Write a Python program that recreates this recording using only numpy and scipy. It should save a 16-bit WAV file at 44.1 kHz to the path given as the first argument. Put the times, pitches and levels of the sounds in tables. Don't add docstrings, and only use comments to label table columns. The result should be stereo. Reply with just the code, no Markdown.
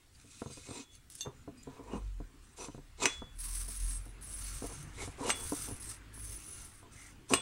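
import sys
import numpy as np
from scipy import signal
from scipy.io import wavfile
from scipy.ndimage import uniform_filter1d

SR = 44100
rng = np.random.default_rng(int(sys.argv[2]) if len(sys.argv) > 2 else 0)


def digitize_waveform(pressure):
    field = np.atleast_2d(pressure).T
    bounded = np.clip(field, -1, 1)
    quanta = np.round(bounded * 32767).astype(np.int16)
    wavfile.write(sys.argv[1], SR, quanta)


def amplitude_ratio(level_db):
    exponent = np.asarray(level_db, float) / 20
    return 10 ** exponent


N = 326781

# (pitch_hz, width_hz, level_db)
VALVE_MODES = [(8220, 45, -8), (8420, 90, -2), (8670, 110, -6), (8880, 120, -8), (9080, 60, -5),
               (9350, 200, -15), (9600, 50, -8), (9810, 32, 4.5), (10095, 45, -3), (10550, 200, -10),
               (11100, 260, -11)]
# (pitch_hz, width_hz, level_db)
FIN_MODES = [(1340, 120, -9), (2200, 120, -9), (2510, 80, -10), (2860, 60, -6), (3580, 80, -7),
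             (4000, 180, -9), (4430, 100, -10), (5070, 110, -11), (5790, 60, -4), (5960, 50, 0),
             (6290, 60, -4), (6430, 60, -4), (7270, 170, -5)]
# (pitch_hz, width_hz, level_db)
BENCH_MODES = [(92, 52, -4), (133.7, 30.3, -3), (217, 26, -7), (280, 38.5, 3.5), (397, 52, 3),
               (470, 39, -3), (693, 32, -2.5), (994, 65, 3), (1100, 84, -11.5), (1245, 67, -3)]
# (pitch_hz, level_db per Hz)
PASTE_HISS = [(590, -56), (1000, -12), (2480, -10.5), (2920, -14), (6100, -4.5), (7400, -11.5), (8400, 3),
              (10400, -14), (12200, -10), (15700, -10.5)]
# (pitch_hz, level_db per Hz)
DRY_HISS = [(880, -65), (1500, -3), (1770, -11.5), (2220, -14.5), (3070, -3.5), (3930, -3.5), (4550, -2.5),
            (8290, 3.5), (15700, -38.5)]
# (pitch_hz, level_db per Hz)
BENCH_THUD = [(47, -23), (80, -13), (454, 12.5), (604, -0.5), (952, 6.5), (1320, -11), (1680, -17),
              (2400, -15), (3120, -119), (5280, -120)]

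# (modes, broad sound, broad sound dB, factor that widens the modes)
PASTED_VALVE = (VALVE_MODES, PASTE_HISS, -1.0, 1.0)
BARE_VALVE = (VALVE_MODES, DRY_HISS, 2.0, 1.5)
FINS = (FIN_MODES, DRY_HISS, -4, 1.0)
BENCH_TOP = (BENCH_MODES, BENCH_THUD, -1.5, 1.3)


def evened(x):
    return x / np.sqrt(np.mean(x ** 2) + 1e-20)


def slow_noise(window):
    return evened(uniform_filter1d(uniform_filter1d(rng.standard_normal(N), window), window))


def read(points, hz):
    f, value = np.transpose(points)
    return np.interp(np.log(hz + 1), np.log(f + 1), value)


def add(mix, s, sound):
    part = mix[round(s * SR):][:len(sound)]
    part += sound[:len(part)]


def highpass(x, hz, order=2):
    return signal.lfilter(*signal.butter(order, hz, "high", fs=SR), x)


def causal(gain, size):
    return np.fft.ifft(np.exp(np.conj(signal.hilbert(np.log(gain + 1e-5))))).real[:size]


def colour(points, size=2048):
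    hz = abs(np.fft.fftfreq(4 * size, 1 / SR))
    return causal(amplitude_ratio(read(points, hz)), size)


def body(peaks, broad, broad_db, widen, vary_db=6.0):
    hz = abs(np.fft.fftfreq(16384, 1 / SR))
    modes = 0
    for f, width, db in peaks:
        power = amplitude_ratio(2 * (db + vary_db * rng.standard_normal()))
        modes = modes + power / (((hz ** 2 - f ** 2) / (f * width * widen)) ** 2 + (hz / f) ** 2)
    hiss = amplitude_ratio(2 * read(broad, hz))
    power = modes / modes.mean() + amplitude_ratio(2 * broad_db) * hiss / hiss.mean()
    response = causal(evened(np.sqrt(power)), size=4096)
    return response / np.linalg.norm(response)


def grit(per_s, spread_db, lump_db, lump_s):
    size = amplitude_ratio(spread_db * np.minimum(rng.exponential(1, N), 4)) * rng.choice([-1., 1.], N)
    lumps = signal.oaconvolve(rng.standard_normal(N), np.hanning(round(lump_s * SR)), "same")
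    strikes = rng.random(N) < per_s / SR
    return evened(size * strikes * amplitude_ratio(lump_db * evened(lumps)))


def stroke(row, release_s, depth_db, gain_db):
    start, length, first_db, last_db, *second_db = row
    bite_s = 0.014
    s = start + np.cumsum([0, bite_s, max(length - bite_s, .001), release_s])
    db = np.array([first_db + depth_db, first_db, last_db, last_db + depth_db])
    lean = gain_db * np.array([-0.46, -1.12, -0.18, -0.29])
    return np.transpose([s, db] + [db + d + lean for d in second_db])


def rub(strokes, grains, parts, roam_s):
    t, out = np.arange(N) / SR, np.zeros((2, N))
    roam = t / roam_s + .5 * slow_noise(4000)
    forces = np.zeros((len(parts), N))
    for points in strokes:
        s, *levels = np.transpose(points)
        forces = np.maximum(forces, [amplitude_ratio(np.interp(t, s, db, -200, -200)) for db in levels])
    for place in range(3):
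        here = (1 + np.cos(2 * np.pi * (roam + place / 3))) / np.sqrt(9 / 2)
        sound = np.zeros(N)
        for k, (force, part) in enumerate(zip(forces, parts)):
            own_grains = np.roll(grains, 4096 * k)
            sound += signal.oaconvolve(force * here * own_grains, body(*part))[:N]
        out += ports(sound, side_db=0.5)
    return out


def grinding():
    # (start_s, length_s, first_db, last_db, fins against the valve in dB)
    twists = [(3.307, 0.067, -77, -61, -21), (3.381, 0.24, -45, -42, -20), (3.669, 0.26, -45, -45.5, -10.5),
              (3.98, 0.12, -60.5, -68.5, -5), (4.213, 0.28, -53.5, -44, -5.5),
              (4.489, 0.32, -45, -54, -1.5), (4.853, 0.071, -64, -66, 2), (5.342, 0.31, -46, -41.5, -5.5),
              (5.625, 0.15, -41.5, -57.5, -3.5), (5.789, 0.12, -51.5, -44, -12),
              (6.127, 0.21, -56, -47, -13.5), (6.363, 0.27, -54.5, -55.5, 1.5),
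              (6.594, 0.19, -54.5, -60.5, -12), (6.912, 0.16, -59, -58.5, 2.5)]
    strokes = [stroke(row, release_s=0.065, depth_db=-12.5, gain_db=4.5) for row in twists]
    grains = grit(per_s=5000, spread_db=2.0, lump_db=2.0, lump_s=0.016)
    return seated(rub(strokes, grains, [PASTED_VALVE, FINS], roam_s=0.37))


def seated(x):
    # (time_s, rim_db, fizz_db)
    fit = [(3.38, 3.5, 0), (3.6, 1.5, -1), (3.7, 1, -1), (3.95, 3.5, -4), (4.22, 7.5, -1), (4.5, 0, -1.5),
           (4.8, -3, -6), (5.35, 0, -1), (5.6, 1, 0), (5.8, 4.5, -2), (5.97, -5, -7), (6.13, 6.5, 1),
           (6.35, 3, 1), (6.55, 6, 0), (6.75, 0, -2), (6.92, -6, -7), (7.101, -1, -2)]
    s, rim_db, fizz_db = np.transpose(fit)
    t = np.arange(N) / SR

    def above(hz):
        return signal.oaconvolve(x, signal.firwin(255, hz, pass_zero=False, fs=SR)[None], "same", axes=1)

    rim, fizz = above(9350), above(11600)
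    rim_gain, fizz_gain = amplitude_ratio(np.interp(t, s, rim_db)), amplitude_ratio(np.interp(t, s, fizz_db))
    return x - rim + rim_gain * (rim - fizz) + fizz_gain * fizz


def clacks():
    # (time_s, peak_db, ring_db, low_blow_db, freedom to ring as a factor)
    landings = [
        (1.2081, -38.5, 15, -16, 1),
        (3.056, -5, -9, -32, 0.63),
        (5.3025, -8.5, -6.5, -38, 0.38),
        (7.336, -5.5, -3, -3, 0.43),
    ]
    # (pitch_hz, level_db, time to fade by 60 dB in s)
    rings = [
        [(2778, -18, .12), (3564, -8, .15), (4000, -13, .05), (4425, -6, .06), (5965, -13, .11),
         (6288, -6, .14), (6433, 0, .06), (7477, -13, .13), (8210, -14, .11), (11770, -18, .1)],
        [(1050, -5, .05), (2200, -3, .05), (2536, -7, .2), (2860, -10, .07), (5792, -16, .25), (5965, 0, .12),
         (6288, -9, .15), (7354, -14, .18), (8220, -10, .2), (8414, -19, .22)],
        [(2848, -14, .15), (2200, -3, .05), (1300, -8, .05), (5965, -7, .12), (6288, -10, .1), (7477, -17, .12),
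         (8215, -3, .4), (9033, -13, .13)],
        [(1090, -3, .09), (1420, -6, .05), (2600, -4, .04), (2860, -4, .16), (4161, -8, .08), (5039, -8, .1),
         (5965, -5, .08), (6288, -17, .14), (8215, -4, .55), (9798, -5, .1), (11300, -16, .06),
         (13160, -20, .07)],
    ]
    # (pitch_hz, level_db per Hz)
    crack_tone = [(350, 1), (700, 6.5), (1200, 6), (2400, 8), (3600, -1), (6000, 1), (8000, 0.5),
                  (10500, -6.5), (13500, -44), (15700, -14)]
    bench = body(*BENCH_TOP)
    out, t = np.zeros((2, N)), np.arange(SR // 3) / SR
    for (s, db, ring_db, low_db, free), modes in zip(landings, rings):
        fade = np.exp(-t / 0.0047) + 0.053 * np.exp(-t / 0.069)
        burst = rng.standard_normal(len(t)) * fade * (1 - np.exp(-t / 0.0002))
        burst[[0, 20, 60]] += [4, -6, 5]
        crack = signal.oaconvolve(burst, colour(crack_tone))[:len(t)]
        chatter = uniform_filter1d(rng.standard_normal((len(modes), len(t))), 160, axis=1)
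        chatter = amplitude_ratio(3.8 * evened(chatter) * np.exp(-t / 0.14))
        ring = np.zeros(len(t))
        for (f, mode_db, t60), shake in zip(modes, chatter):
            fading = amplitude_ratio(mode_db - 60 * t / (free * min(t60, .8)))
            ring += shake * fading * np.sin(2 * np.pi * (f * t + rng.random()))
        ring = ring * (1 - np.exp(-t / 0.0006)) * signal.windows.tukey(2 * len(t), .3)[len(t):]
        landing = np.zeros(N)
        add(landing, s, amplitude_ratio(db) * (crack / abs(crack).max() + amplitude_ratio(ring_db) * ring / abs(ring).max()))
        add(landing, s, amplitude_ratio(db + low_db) * bench / abs(bench).max())
        out += ports(landing, side_db=-2.0)
    return out


def stem():
    # (time_s, level_db, time to fade by 60 dB in s)
    free_rings = [
        (.812, -60, 1),
        (3.057, -37, 0.94),
        (5.303, -38.5, 0.54),
        (7.337, -33.5, 0.51),
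    ]
    out, t = np.zeros(N), np.arange(SR // 3) / SR
    grip = np.cos(np.pi / 2 * t / t[-1]) * np.minimum(t / 0.027, 1)
    for s, db, t60 in free_rings:
        add(out, s, amplitude_ratio(db - 60 * t / t60) * np.sin(2 * np.pi * 3413 * t) * grip)
    return out


def sliding():
    # (start_s, length_s, first_db, last_db, valve against the fins in dB)
    slides = [(0.12, 0.3, -73.5, -61, 1), (0.296, 0.27, -58.5, -61.5, -4.5), (0.495, 0.16, -54, -57, -5),
              (0.629, 0.18, -54, -49.5, -11), (0.9, 0.055, -70, -63, -3), (1.097, 0.12, -74, -67.5, 15),
              (1.556, 0.22, -73, -67, -8), (1.818, 0.15, -70.5, -59.5, -9), (1.963, 0.12, -72, -71, -11),
              (2.41, 0.18, -76, -80, 3), (2.561, 0.093, -54.5, -49.5, -3.5), (2.62, 0.15, -69, -66, -6),
              (2.965, 0.071, -64, -29.5, -26), (3.078, 0.12, -48, -61, -43), (4.922, 0.1, -67, -47.5, 1),
              (5.02, 0.15, -60.5, -84.5, 13), (5.163, 0.14, -65.5, -39, 0.5), (7.283, 0.061, -50, -40, 0)]
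    strokes = [stroke(row, release_s=0.035, depth_db=-15, gain_db=-1.7) for row in slides]
    grains = grit(per_s=7000, spread_db=2.5, lump_db=1.5, lump_s=0.021)
    return rub(strokes, grains, [FINS, BARE_VALVE], roam_s=0.55)


def squeaks():
    # (start_s, length_s, pitch_hz, width_hz)
    songs = [(.147, .018, 4650, 120), (.26, .12, 8300, 150), (.42, .17, 6410, 40), (.5, .08, 8250, 150),
             (.5, .1, 4790, 41), (.66, .14, 8580, 120), (.68, .14, 3980, 140), (.72, .1, 7200, 190),
             (.74, .1, 272, 16), (.915, .06, 6350, 60), (.93, .045, 2780, 60), (.93, .04, 4430, 80),
             (.88, .13, 3413, 15), (1.26, .64, 254, 9), (1.3, .18, 7000, 80), (1.565, .065, 4900, 40),
             (1.57, .03, 8150, 60), (1.58, .05, 2530, 50), (1.629, .01, 7200, 300), (1.755, .03, 2530, 50),
             (1.85, .16, 2530, 60), (1.9, .06, 2860, 50), (1.92, .079, 220, 73), (1.93, .08, 8250, 50),
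             (1.93, .08, 9150, 50), (1.93, .16, 5960, 50), (3.42, .2, 9810, 30), (3.44, .12, 1060, 60),
             (3.53, .11, 8300, 250), (3.6, .35, 255, 15), (3.87, .14, 8400, 120), (4.23, .2, 8300, 200),
             (4.68, .28, 140, 12), (4.965, .1, 2160, 160), (5.36, .14, 8350, 80), (5.57, .08, 8860, 120),
             (5.83, .1, 8400, 300), (6.13, .65, 9800, 35), (6.91, .23, 2080, 200), (7.345, .06, 2870, 40),
             (7.286, .05, 5960, 60), (7.308, .028, 8220, 60), (2.575, .1, 5960, 50), (2.58, .09, 2530, 80),
             (2.67, .1, 5960, 50), (4.4, .15, 4450, 60), (6.2, .2, 6290, 60), (5.24, .07, 2200, 300),
             (5.24, .07, 2860, 150), (2.43, .04, 8420, 80), (2.5, .05, 8420, 80), (2.42, .14, 5960, 50)]
    song_db = [-59, -68, -60, -54, -61, -52.5, -59, -58, -46.5, -62, -68, -64, -64, -57.5, -71, -62.5, -62,
               -68, -50, -65, -62, -55, -38, -67, -68, -74, -64, -61, -47, -62.5, -42.5, -50.5, -49, -46,
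               -48.5, -47, -45.5, -59, -57, -56, -45, -42, -48.5, -56, -66, -58, -54, -50, -47, -66, -66,
               -72]
    out = np.zeros(N)
    for (s, length, hz, width), db in zip(songs, song_db):
        t = np.arange(0, length, 1 / SR)
        mode = np.exp(-np.pi * width * t) * np.sin(2 * np.pi * hz * t)
        sung = signal.oaconvolve(rng.standard_normal(2 * SR), mode, "valid")[:len(t)]
        add(out, s, amplitude_ratio(db) * evened(sung) * signal.windows.tukey(len(t), .7))
    return out


def ticks():
    # (time_s, peak_db, valve_part_db)
    snaps = [(0.199, -42, -13), (0.214, -41, -7), (0.406, -40, 2), (0.8144, -41, -17), (0.953, -38, 2),
             (1.101, -30, 2), (1.1225, -33, 0), (1.153, -26, 0), (1.632, -44, -1), (2.576, -63, -19),
             (3.39, -28, -1), (3.763, -25, 0), (3.9135, -44, 3), (4.0549, -35, 4), (4.08, -42, 0),
             (4.211, -36, 6), (4.2353, -31, 0), (4.2934, -49, -5), (4.3448, -48, -7), (4.669, -25, 0),
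             (4.8279, -30, -3.5), (6.1326, -60, 9), (7.2997, -28, 7)]
    valve, fins = body(*PASTED_VALVE), body(*FINS)
    out, t = np.zeros(N), np.arange(900) / SR
    fade = np.exp(-t / 0.0019) + 0.32 * np.exp(-t / 0.0074)
    for s, db, valve_db in snaps:
        share = np.clip(amplitude_ratio(valve_db), 0, 1)
        crumbs = rng.standard_normal(900)
        crumbs[0] = 5
        tick = np.convolve(share * valve + (1 - share) * fins, crumbs * fade)
        add(out, s, amplitude_ratio(db - 2) * tick / abs(tick).max())
    return out


def knocks():
    # (time_s, peak_db, treble_db,
    # deep_modes_db, damping as a factor)
    blows = [(0.244, -47, -34, 7, 0.57), (0.4187, -23, -17.5, -2.5, 1.9), (0.46, -25.5, -18.5, 12, 1.34),
             (0.501, -35, -30, 6, 0.71), (0.572, -38, -30, -1.5, 0.62), (0.689, -30.5, -37, -4.5, 1.3),
             (0.711, -27.5, -24, 5, 2.7), (1.271, -24, -24, 7, 1.46), (1.477, -29, -25, 4, 0.92),
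             (1.672, -29.5, -30, 1.5, 0.65), (1.794, -34, -24, 0.5, 0.75), (1.935, -23.5, -27, -3, 1.3),
             (3.058, -26.5, -28, -16, 0.71), (2.202, -28.5, -32, 3, 0.91), (2.685, -27.5, -21, 5.5, 1.46),
             (2.747, -29.5, -24, 6, 1.9), (2.779, -32, -28, 7, 0.85), (3.22, -26.5, -22, -2, 1.34),
             (4.062, -39, -27, 2.5, 1.05), (4.622, -24.5, -26, -3, 1.5), (5.076, -28, -22, 1, 1.66),
             (5.208, -27.5, -29, -15, 1), (5.5212, -20.5, -28, -15, 0.98), (5.687, -34, -37, -8, 1.15),
             (5.711, -32, -41, -7, 0.66), (6.175, -41.5, -17, -9, 1.3), (6.828, -43, -18, 1, 0.97),
             (7.307, -29, -32, -5, 2.1), (7.3149, -22.5, -33, -11, 1.3), (7.3232, -16.5, -41, -14, 0.94),
             (4.64, -30, -33, -8, 0.87), (3.682, -40, -21, 6, 0.68), (7.309, -32, -28, -5, 2.6),
             (7.319, -23, -34, -7, 3.6), (7.328, -25, -45, -6, 1.5), (3.041, -25, -10, -10, 0.51),
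             (3.019, -27, -9, -14, 0.46), (5.2948, -17, 10, -15, 2.7), (7.352, -29.5, -32, 0, 0.47)]
    out, t = np.zeros(N), np.arange(6000) / SR
    for s, db, high_db, deep_db, damping in blows:
        rings = np.zeros(len(t))
        for f, width, mode_db in BENCH_MODES:
            uneven_db = 6 * (rng.random() - .5)
            shift = 1 + .1 * (rng.random() - .5)
            level_db = mode_db + uneven_db + (high_db + 22.0) * f / 1000 + deep_db * (f < 240)
            fade = np.exp(-np.pi * width * abs(damping) * (0.58 + f / 900) * t)
            rings += amplitude_ratio(level_db) * fade * np.sin(2 * np.pi * f * shift * t)
        rings = rings * (1 - np.exp(-t / 0.00094))
        rings /= -abs(rings).max()
        add(out, s, amplitude_ratio(db) * rings)
        add(out, s + .005 + .006 * rng.random(), -amplitude_ratio(db - 9) * rings)
    return out


def dragging():
    # (start_s, length_s, first_db, last_db)
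    shuffles = [(0.651, 0.13, -58.5, -49), (1.248, 0.021, -38, -44.5), (1.656, 0.23, -58, -55),
                (1.848, 0.11, -52.5, -40.5), (2.568, 0.037, -54, -43.5), (2.606, 0.054, -42.5, -50),
                (2.976, 0.067, -52.5, -36), (4.628, 0.042, -43.5, -54), (4.679, 0.044, -51.5, -49),
                (4.96, 0.061, -55, -41), (5.167, 0.032, -51, -43.5), (5.21, 0.073, -39, -35.5),
                (5.309, 0.12, -63, -48), (5.666, 0.037, -47, -52), (6.813, 0.049, -69, -57),
                (7.285, 0.027, -50.5, -33.5)]
    strokes = [stroke(row, release_s=0.055, depth_db=-21, gain_db=0) for row in shuffles]
    grains = grit(per_s=3000, spread_db=1.5, lump_db=-0.25, lump_s=0.0075)
    return highpass(rub(strokes, grains, [BENCH_TOP], roam_s=0.079), 170)


def ports(x, side_db, echo_s=0.0045, lead=0.2):
    t = np.arange(-256, 257) / SR
    paths = rng.standard_normal(len(t)) * np.exp(-abs(t) / echo_s)
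    paths = paths / np.linalg.norm(paths) - lead * np.sign(t) * np.exp(-abs(t) / 0.000068)
    paths = signal.filtfilt(*signal.butter(2, 480, "high", fs=SR), paths - 0.85 * paths[::-1])
    side = amplitude_ratio(side_db) * signal.oaconvolve(x, paths / np.linalg.norm(paths), "same")
    side = side - 0.44 * signal.lfilter(*signal.butter(1, [450, 1500], "band", fs=SR), x)
    return np.array([x + side, x - side])


def scatter(x, spread_db=-7, above_hz=4000):
    sway = evened(signal.oaconvolve(rng.standard_normal(N), np.hanning(600), "same"))
    side = amplitude_ratio(spread_db) * sway * highpass(x.mean(0), above_hz, order=1)
    return x + np.array([side, -side])


def shop(x, t60=0.5, dull_hz=5000, thin_hz=350):
    taps = np.zeros((2, SR // 2))
    at = np.arange(150, SR // 2 - 20, 20) + rng.integers(0, 20, (2, (SR // 2 - 151) // 20))
    np.put_along_axis(taps, at, rng.choice([-1., 1.], at.shape), 1)
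    hz, t, z = signal.stft(taps, SR, nperseg=512)
    fade = amplitude_ratio(-60 * t / t60 * (2.0 + hz[:, None] / dull_hz))
    z = z * fade / (1 + (thin_hz / (hz[:, None] + 1)) ** 2)
    tail = signal.istft(z, SR, nperseg=512)[1]
    return signal.fftconvolve(x[None], tail / np.linalg.norm(tail[0]), axes=1)[:, :N]


def engine():
    # (time_s, firing_hz, load_db)
    running = [(1.74, 51.4, -62), (2.02, 51.2, -38.5), (2.18, 41.7, -42), (2.44, 34.64, -63),
               (2.8, 33.62, -54.5), (3.18, 36.25, -63), (3.441, 38.7, -41.5), (3.56, 41.3, -41),
               (3.74, 44.4, -45.5), (3.85, 41.8, -37.5), (4.27, 47.23, -52), (4.43, 45.25, -43),
               (4.84, 47.6, -57.5), (6.13, 51.24, -55.5), (6.37, 49.44, -53), (6.58, 51.0, -87),
               (7.4, 52, -63)]
    s, hz, load_db = np.transpose(running)
    octave_db = -57.5 + 0.33 * (load_db + 43.5) + 0.25 * (hz - 45)
    t = np.arange(N) / SR
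    wander = slow_noise(3000)
    turns = np.cumsum(np.interp(t, s, hz) * (1 + 0.011 * wander)) / SR
    out = np.zeros(N)
    for order, db in [(1, load_db), (2, octave_db)]:
        level = np.sqrt(2) * amplitude_ratio(np.interp(t, s, db) + 2.7 * wander[::-1])
        out += level * np.sin(2 * np.pi * order * turns)
    return np.clip((t - s[0]) / 0.3, 0, 1) * out


def air():
    # (pitch_hz, level_db per Hz)
    air_tone = [(12, -22), (20, 1), (77, 2), (120, 0.5), (177, -12), (270, -7), (590, -22.5), (1090, -17),
                (1440, -17), (5380, -20.5), (8180, -17.5), (14700, -30.5), (16000, -19)]
    # (time_s, swell_db)
    passing = [
        (0.0, 2),
        (0.7, 2.5),
        (1.01, 2),
        (1.73, 6),
        (2.58, 4),
        (2.72, 4),
        (5.3, 14),
        (7.04, 7.5),
        (7.41, 6.5),
    ]
    # (pitch_hz, likeness from -1 to 1)
    likeness = [(25, 1), (60, 1), (240, 0.72), (950, 0.03), (3770, -0.068), (15000, -0.12)]
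    frames, hz = N // 512 + 5, np.fft.rfftfreq(2048, 1 / SR)
    a, b, c, d, patches = rng.standard_normal((5, len(hz), frames))
    patches = evened(uniform_filter1d(uniform_filter1d(patches, 12, 0), 6, 1))
    s, swell_db = np.transpose(passing)
    t = np.arange(frames) * 512 / SR
    rumble = 1 / (1 + (hz[:, None] / 300) ** 2)
    wash = (1 - rumble) / (1 + (hz[:, None] / 4000) ** 4)
    swell = (0.89 * rumble + 1.233 * wash) * np.interp(t, s, swell_db)
    same = np.clip(read(likeness, hz), -1, 1)[:, None]
    left = a + 1j * b
    right = same * left + np.sqrt(1 - same ** 2) * (c + 1j * d)
    z = np.array([left, right]) * amplitude_ratio(read(air_tone, hz)[:, None])
    still = signal.istft(z, nperseg=2048, noverlap=1536)[1].std()
    moving = signal.istft(z * amplitude_ratio(swell + 2.4 * patches), nperseg=2048, noverlap=1536)[1][:, :N]
    return amplitude_ratio(-61 - 1.5) / still * moving


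def scene():
    small = knocks() + ticks() + squeaks() + stem()
    near = grinding() + sliding() + dragging() + clacks() + ports(small, side_db=-4.5)
    near = highpass(near, 95)
    return amplitude_ratio(-4.0) * scatter(near) + amplitude_ratio(-12.0) * shop(near.mean(0)) + engine() + air()


def band_limit(x):
    return signal.sosfilt(signal.butter(12, 16340, fs=SR, output="sos"), x)


def record(dry):
    edge = signal.firwin(2047, 15790, window=("kaiser", 9), fs=SR)
    limited = signal.oaconvolve(dry, edge[None], "same", axes=1)
    return band_limit(limited)


dry = scene()
out = record(dry)
digitize_waveform(out)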